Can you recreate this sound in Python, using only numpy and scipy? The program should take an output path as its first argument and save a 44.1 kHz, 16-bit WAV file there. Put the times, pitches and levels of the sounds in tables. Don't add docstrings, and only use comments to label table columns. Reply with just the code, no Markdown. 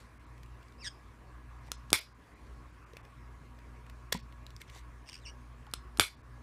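import sys
import numpy as np
from scipy import signal
from scipy.io import wavfile
from scipy.ndimage import uniform_filter1d

SR = 44100
rng = np.random.default_rng(int(sys.argv[2]) if len(sys.argv) > 2 else 0)


def persist_wave(psi):
    counts = np.round(np.clip(psi, -1, 1) * 32767).astype(np.int16)
    wavfile.write(sys.argv[1], SR, np.atleast_2d(counts).T)


def volts_from_decibels(level):
    exponent = np.asarray(level, float) / 20
    return 10 ** exponent


N = 283122

# f/Hz, level/dB
METAL_GRIT = [(300, -28.5), (900, -12), (1700, 1), (3300, -7), (6000, -4), (10000, -8.5), (13000, -11.5),
              (16000, -23)]


def evened(x):
    return x / np.sqrt(np.mean(x ** 2) + 1e-20)


def drift(count, span):
    return evened(uniform_filter1d(rng.standard_normal(count), span))


def slow_drift(count, span):
    smooth = uniform_filter1d(rng.standard_normal(count), span)
    return evened(uniform_filter1d(smooth, span))


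def read(points, hz):
    f, value = np.transpose(points)
    return np.interp(np.log(hz + 1), np.log(f + 1), value)


def add(mix, s, sound):
    part = mix[round(s * SR):][:len(sound)]
    part += sound[:len(part)]


def resonate(x, hz, width):
    turn = np.exp(2j * np.pi * hz * np.arange(len(x)) / SR)
    r = np.exp(-np.pi * width / SR)
    return 2 * (turn * signal.lfilter([1 - r], [1, -r], x / turn)).real


def resonances(x, modes):
    return sum(volts_from_decibels(db) * resonate(resonate(x, f, w), f, w) for f, w, db in modes)


def noise(spectrum, count, patchy_db):
    hz = np.fft.rfftfreq(1024, 1 / SR)
    a, b, patches = rng.standard_normal((count // 256 + 5, 513, 3)).T
    patches = evened(uniform_filter1d(uniform_filter1d(patches, 12, 0), 10, 1))
    z = (a + 1j * b) * volts_from_decibels(read(spectrum, hz)[:, None] + patchy_db * patches)
    return evened(signal.istft(z, nperseg=1024, noverlap=768)[1][:count])


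def ring(modes):
    t = np.arange(SR // 3) / SR
    return sum(volts_from_decibels(db - 60 * t / t60) * np.sin(2 * np.pi * hz * t) for hz, db, t60 in modes)


def blow(modes, rebounds, grit_db, grit_t60, grit_spectrum):
    kicks = np.zeros(300)
    for s, gain in rebounds:
        kicks[round(s * SR)] += gain
    out = signal.fftconvolve(kicks, ring(modes))[:4000]
    fade = volts_from_decibels(grit_db - 60 * np.arange(4000) / SR / grit_t60)
    grit = noise(grit_spectrum, count=4000, patchy_db=1.5) * fade
    return out / abs(out).max() + grit


def hum():
    # f/Hz, level/dB
    faint_lines = [(242.2, -68.5), (301.5, -72.5), (360.7, -77.5), (958.2, -75.5), (1104, -72.5),
                   (1674, -76)]
    # f/Hz, level/dB
    main_lines = [(58.35, -50.5), (120, -59.5)]
    # t/s, hold/s, change/dB
    dips = [(0, 0.19, -7.5), (0.608, 0.15, -4.5), (0.903, 0.34, -6), (1.961, 0.41, -10), (2.683, 0.41, -7),
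            (3.225, .08, 0.5), (3.363, 0.045, -7.5), (4.594, 0.086, -6), (5.039, 0.1, -8.5),
            (5.62, .07, -4), (6.031, 0.18, -8.5)]
    fall_s, back_s, waver_s = 0.013, 0.11, 0.016
    t = np.arange(N) / SR
    dips_db = np.zeros(N)
    for s, hold, db in dips:
        dips_db += np.interp(t, [s - fall_s, s, s + hold, s + hold + back_s], [0, db, db, 0])
    out = np.zeros(N)
    for (hz, db), waver_db in zip(main_lines, (1.95, 3.0)):
        waver = slow_drift(N, round(waver_s * SR))
        out += volts_from_decibels(db + dips_db + waver_db * waver) * np.sin(2 * np.pi * hz * t)
    for hz, db in faint_lines:
        out += volts_from_decibels(db - 2.5 + .8 * dips_db) * evened(resonate(rng.standard_normal(N), hz, 3))
    return np.sqrt(2) * out


def air():
    # f/Hz, level/dB per Hz
    room_noise = [(15, -33), (25, -8), (66, -1), (131, -9.5), (172, -14), (245, -14), (651, -19.5),
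                  (902, -21.5), (1120, -13.5), (1220, -18.5), (2400, -24.5), (2980, -33), (10400, -42.5),
                  (14400, -61), (16500, -74.5)]
    # f/Hz, width/Hz, level/dB
    fan_modes = [(1012, 180, -72.5), (1550, 540, -82), (300, 27, -79.5)]
    fan = np.zeros(N)
    for f, w, db in fan_modes:
        fan += volts_from_decibels(db) * evened(resonate(resonate(rng.standard_normal(N), f, w), f, w))
    hiss = volts_from_decibels(-81) * rng.standard_normal(N)
    return volts_from_decibels(-57.5) * noise(room_noise, count=N, patchy_db=2.32) + fan + hiss


def rustle():
    # start/s, peak/s, end/s, peak level/dB
    strokes = [
        (0, 0, 0.076, -59.5),
        (1.599, 1.7, 1.69, -61),
        (2.247, 2.49, 2.8, -72),
        (2.915, 2.96, 3.0, -72),
        (4.125, 4.127, 4.2, -48),
        (4.6, 4.612, 4.63, -53),
        (4.669, 4.695, 4.715, -56.5),
        (4.705, 4.77, 4.82, -54),
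    ]
    # f/Hz, level/dB per Hz
    cloth = [(470, -40), (800, -8), (1660, -4.5), (1970, 4), (2570, -4.5), (8770, -11.5), (14700, -25.5),
             (16000, -30)]
    edge_db = -15.5
    out = np.zeros(N)
    for start, peak, end, db in strokes:
        t = np.arange(start, end, 1 / SR)
        level_db = db + np.interp(t, [start, peak, end], [edge_db, 0, edge_db])
        grain = volts_from_decibels(2.5 * drift(len(t), 200))
        brush = evened(grain * noise(cloth, count=len(t), patchy_db=-2.5))
        add(out, max(start, 0), volts_from_decibels(level_db) * brush * signal.windows.tukey(len(t), .1))
    return out


def ticks():
    # t/s, peak level/dB, f/Hz
    tick_events = [(0.3794, -51, 2690), (.4324, -44, 2100), (0.461, -53, 2280), (0.629, -49.5, 2250),
                   (.683, -57, 5000), (0.723, -52, 3350), (1.671, -53, 3400), (1.917, -45.5, 8500),
                   (2.934, -48, 3470), (2.969, -36, 2620), (3.051, -48, 2350), (3.589, -50, 3360),
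                   (3.865, -51, 2308), (3.8982, -42.5, 2200), (4.143, -32, 4300), (4.166, -49, 3900),
                   (4.174, -39, 4100), (4.201, -49.5, 2500), (4.3244, -43.5, 2290), (4.466, -37.5, 3900),
                   (4.505, -45.5, 3984), (4.5645, -38, 4800), (4.616, -33.5, 2400), (4.6376, -62, 7000),
                   (4.6992, -41, 3030), (4.758, -47, 3460), (5.667, -52, 3400), (5.714, -50, 4960),
                   (5.985, -38, 8500)]
    scrape_s, ring_cycles = .007, 20
    out, t = np.zeros(N), np.arange(2000) / SR
    for s, db, hz in tick_events:
        length_s = np.clip(scrape_s + ring_cycles / hz, .003, .06)
        scratch = rng.standard_normal(2000) * volts_from_decibels(-60 * t / length_s)
        dull = evened(resonate(scratch, 3000, 4900))
        pitched = evened(resonate(scratch, hz, 700) + 0.32 * resonate(scratch, 0.8 * hz, 600))
        tick = 0.25 * dull + pitched
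        add(out, s, volts_from_decibels(db) * tick / abs(tick).max())
    return out


def call(rows, trill_hz, trill_depth, rough_high):
    # f/Hz, width/Hz, level/dB
    throat_modes = [(1800, 1900, 6), (3130, 2400, 11), (4800, 1300, 14), (8350, 450, 10.5)]
    rough_low, break_hz, break_width_hz = 0.35, 2090, 430
    beat_sag = .15
    s, *columns = np.transpose(rows)
    t = np.arange(s[0], s[-1], 1 / SR)
    level_db, hz = (np.interp(t, s, c) for c in columns)
    pressed = .5 - .5 * np.tanh((hz - break_hz) / break_width_hz)
    rough = np.clip(rough_high + (rough_low - rough_high) * pressed, 0, 1)
    depth = trill_depth * np.clip(5 * rough, 0, 1)
    effort = volts_from_decibels(level_db - level_db.max())

    beat = np.cos(2 * np.pi * trill_hz * (t - t[0]) + 0.26 * drift(len(t), 600))
    jitter = (.012 + .15 * rough) * slow_drift(len(t), 40)
    hz = hz * (1 - beat_sag * effort * depth * (.5 + .5 * beat) + jitter)
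    turns = np.cumsum(hz) / SR
    sharp = np.clip(4.0 * rough, 0, 1)
    pulses = -sum(sharp ** max(k - 2, 0) * np.cos(2 * np.pi * k * turns) for k in range(1, 6))
    breath = 1.6 * rough * rng.standard_normal(len(t))
    voice = evened(resonances(evened(pulses) + breath, throat_modes))
    chop = 1 - np.clip(depth, 0, 1) * (1 - (.5 + .5 * beat) ** 1.7)
    return s[0], volts_from_decibels(level_db) * voice * chop * signal.windows.tukey(len(t), .1)


def parrot():
    # t/s, level/dB, f/Hz
    calls = [
        [(.775, -77, 2350), (.812, -54.5, 2756), (.83, -49.5, 2350), (.845, -42, 2008), (.86, -38, 1876),
         (.864, -40.5, 1720), (.88, -37, 1730), (.893, -56, 1580)],
        [(5.0546, -65, 2790), (5.08, -53.5, 2810), (5.09, -46, 2745), (5.096, -41.5, 2764), (5.103, -56, 3290),
         (5.114, -52, 3400)],
        [(5.109, -57, 2966), (5.131, -46.5, 2850), (5.155, -46.5, 2854), (5.17, -54.5, 2900),
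         (5.205, -64, 3140)],
        [(5.21, -70, 3920), (5.225, -67, 4170), (5.248, -66, 3470)],
        [(5.248, -54, 3050), (5.262, -45.5, 2900), (5.303, -51.5, 2930), (5.315, -72, 2750)],
        [(5.265, -47, 2450), (5.292, -53, 2390), (5.304, -58, 2350)],
    ]
    # trill rate/Hz, depth 0-1, roughness of high notes 0-1
    trills = [(185, 0.4, .06), (141, 0.76, 0.45), (87, 0.86, 0.46), (110, .7, 0.1), (142.2, 0.9, 0.1),
              (121, 1, 0.1)]
    out = np.zeros(N)
    for rows, trill in zip(calls, trills):
        add(out, *call(rows, *trill))
    return out


def frame_thumps():
    # t/s, peak level/dB, f/Hz, t60/s
    thumps = [(1.686, -42, 930, 0.012), (1.921, -26, 300, 0.01), (2.935, -43.5, 460, 0.036),
              (2.968, -40, 597, 0.0087), (4.148, -28, 182.9, 0.062), (4.152, -41.5, 230.4, 0.18),
              (4.15, -33, 970, 0.034), (4.762, -44.5, 786, 0.015), (5.668, -49, 1260, 0.0098),
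              (5.988, -32.5, 300, 0.023), (5.997, -28.5, 84, 0.096), (1.93, -38, 85, 0.1),
              (5.672, -47.5, 846, 0.043)]
    out = np.zeros(N)
    for s, db, hz, t60 in thumps:
        add(out, s, volts_from_decibels(db) * ring([(hz, 0, t60), (2.3 * hz, -10, .5 * t60)]))
    return out


def ball_touches():
    # t/s, peak level/dB
    touches = [
        (1.7177, -16),
        (1.9038, -27),
        (5.7376, -13.5),
        (5.9736, -27),
    ]
    # f/Hz, level/dB, t60/s
    ball_modes = [(1390, -12, .02), (1620, -16, .012), (3500, -5, 0.005), (4150, -1, .005),
                  (5155, 1, 0.005), (6460, -5, .003), (7950, -6, 0.005), (9390, -6, 0.006),
                  (10600, -10, .004)]
    # f/Hz, level/dB
    bright_grit = [(1500, -30), (2500, -28), (3600, -6), (5200, 0), (10000, -3), (16000, -18)]
    rebounds = [(0, 1), (.0007, 0.15), (.0013, -.15), (.0042, 0.12)]
    out = np.zeros(N)
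    for s, db in touches:
        add(out, s, volts_from_decibels(db) * blow(ball_modes, rebounds, -18, 0.016, bright_grit))
    return out


def spring_open():
    # t/s, peak level/dB
    slips = [
        (4.1215, -34),
        (4.1236, -19),
        (4.1243, -18),
        (4.1251, -18),
        (4.1261, -11.5),
        (4.1271, -18),
        (4.1282, -18),
        (4.1294, -19),
        (4.1308, -25),
    ]
    # f/Hz, level/dB, t60/s
    slip_modes = [(650, -19, 0.015), (1150, -12, .015), (2100, -1, 0.005), (3400, 4, 0.006),
                  (4100, 4, 0.006), (5600, 0, .004), (7000, 1, 0.003), (9000, -2, 0.003),
                  (11500, -2, 0.003), (14000, -5, .003)]
    out = np.zeros(N)
    for k, (s, db) in enumerate(slips):
        add(out, s, (-1) ** k * volts_from_decibels(db) * blow(slip_modes, [(0, 1)], -13, 0.008, METAL_GRIT))
    return out


def snaps():
    # t/s, peak level/dB, frame rattle level/dB
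    snap_events = [
        (1.93, 0, -26),
        (5.997, -1, -25.5),
    ]
    # f/Hz, level/dB, t60/s
    snap_modes = [(403, -9, .012), (1220, -1.5, .005), (2350, -13.5, 0.014), (3510, -6, 0.0084),
                  (4830, -11.5, 0.011), (7234, -12, .007), (8500, -10, 0.008), (9550, -11.5, 0.0054),
                  (11010, -12.5, 0.007)]
    # f/Hz, width/Hz, level/dB
    frame_modes = [(1540, 210, -8.5), (2270, 160, 0.5), (2420, 100, -5), (3400, 200, -6.5), (4100, 350, -7),
                   (11000, 230, -11)]
    # f/Hz, level/dB per Hz
    coins = [(120, -51.5), (200, -19.5), (702, -14), (842, -15), (1330, -7), (1590, -13.5), (2210, -5),
             (6710, -14), (11200, -13.5), (15500, -25)]
    rebounds = [(0, .45), (.00016, -1), (.0011, .35), (.0017, -.25)]
    out, t = np.zeros(N), np.arange(SR // 4) / SR
    count = len(t)
    for s, db, rattle_db in snap_events:
        add(out, s, volts_from_decibels(db - 2.3) * blow(snap_modes, rebounds, -14, .012, METAL_GRIT))
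        knocks = rng.standard_normal(count) * (rng.random(count) < .008)
        knocks *= volts_from_decibels(1.2 * drift(count, 250))
        rattle = evened(resonances(knocks, frame_modes))
        scatter = noise(coins, count=count, patchy_db=3.0) * volts_from_decibels(1.9 * drift(count, 200))
        swell = 1 - np.exp(-(t / 0.0083) ** 2)
        add(out, s, volts_from_decibels(rattle_db - 60 * t / 0.17) * swell * (0.83 * rattle + scatter))
    return out


def room(x):
    # f/Hz, t60/s
    decay = [(100, 0.053), (400, 0.15), (1000, 0.1), (2300, 0.1), (5000, 0.27), (10000, 0.086),
             (16000, 0.03)]
    # f/Hz, level/dB
    colour = [(100, -4.5), (700, -7.5), (1200, 4), (2300, 6), (3500, -1.5), (6000, -3), (11000, 4),
              (16000, 0)]
    build_up_s = .011
    taps = np.zeros(SR // 2)
    at = np.arange(100, SR // 2 - 10, 10)
    taps[at + rng.integers(0, 10, len(at))] = rng.choice([-1., 1.], len(at))
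    taps *= 1 - np.exp(-(np.arange(len(taps)) / (build_up_s * SR)) ** 2) + 0.47
    hz, t, z = signal.stft(taps, SR, nperseg=256)
    z = z * volts_from_decibels(read(colour, hz)[:, None] - 60 * t / read(decay, hz)[:, None])
    tail = signal.istft(z, SR, nperseg=256)[1]
    return signal.fftconvolve(x, tail / np.linalg.norm(tail))[:N]


def ducked(floor, loud):
    power_db = 10 * np.log10(abs(uniform_filter1d(loud ** 2, 800)) + 1e-12)
    fall_db = np.arange(N) * 60. / SR
    held_db = np.maximum.accumulate(power_db + fall_db) - fall_db
    over_db = np.maximum(held_db + 39.0, 0)
    return floor / volts_from_decibels(.4 * uniform_filter1d(over_db, 800))


def scene():
    room_db = {"snap": -15, "small": -18, "bird": -20}
    bird, snap = parrot(), snaps()
    small = frame_thumps() + ball_touches() + spring_open() + ticks()
    wet = room(volts_from_decibels(room_db["snap"]) * snap + volts_from_decibels(room_db["small"]) * small + volts_from_decibels(room_db["bird"]) * bird)
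    background = hum() + rustle() + ducked(air(), snap + small + wet)
    return np.array([snap + small + bird + wet + background])


def treble_holes(x):
    # t/s, lower edge f/Hz
    holes = [(.189, 3000), (.258, 6000), (1.767, 6000), (2.002, 5500), (2.139, 5000), (2.348, 6500),
             (2.719, 9000), (2.854, 3000), (3.023, 3000), (4.183, 5000), (4.219, 5000), (4.69, 8000),
             (5.69, 7500), (6.161, 5500), (6.225, 3500)]
    length_s, share_lost = .018, .92
    out, span = x.copy(), round(length_s * SR)
    for s, hz in holes:
        at = round(s * SR) - span // 2
        highpass = signal.butter(4, hz, "high", fs=SR, output="sos")
        high = signal.sosfiltfilt(highpass, x[0, at - span:at + 2 * span])
        out[0, at:at + span] -= share_lost * signal.windows.tukey(span, .7) * high[span:2 * span]
    return out


def roll_off(x):
    return signal.sosfilt(signal.butter(12, 16810, fs=SR, output="sos"), x)


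def record(dry):
    heard = signal.sosfilt(signal.butter(2, 42, "high", fs=SR, output="sos"), dry)
    top_edge = signal.firwin(numtaps=161, cutoff=15500, fs=SR)
    heard = signal.oaconvolve(heard, top_edge[None], "same")
    return roll_off(treble_holes(heard))


dry = scene()
out = record(dry)
persist_wave(out)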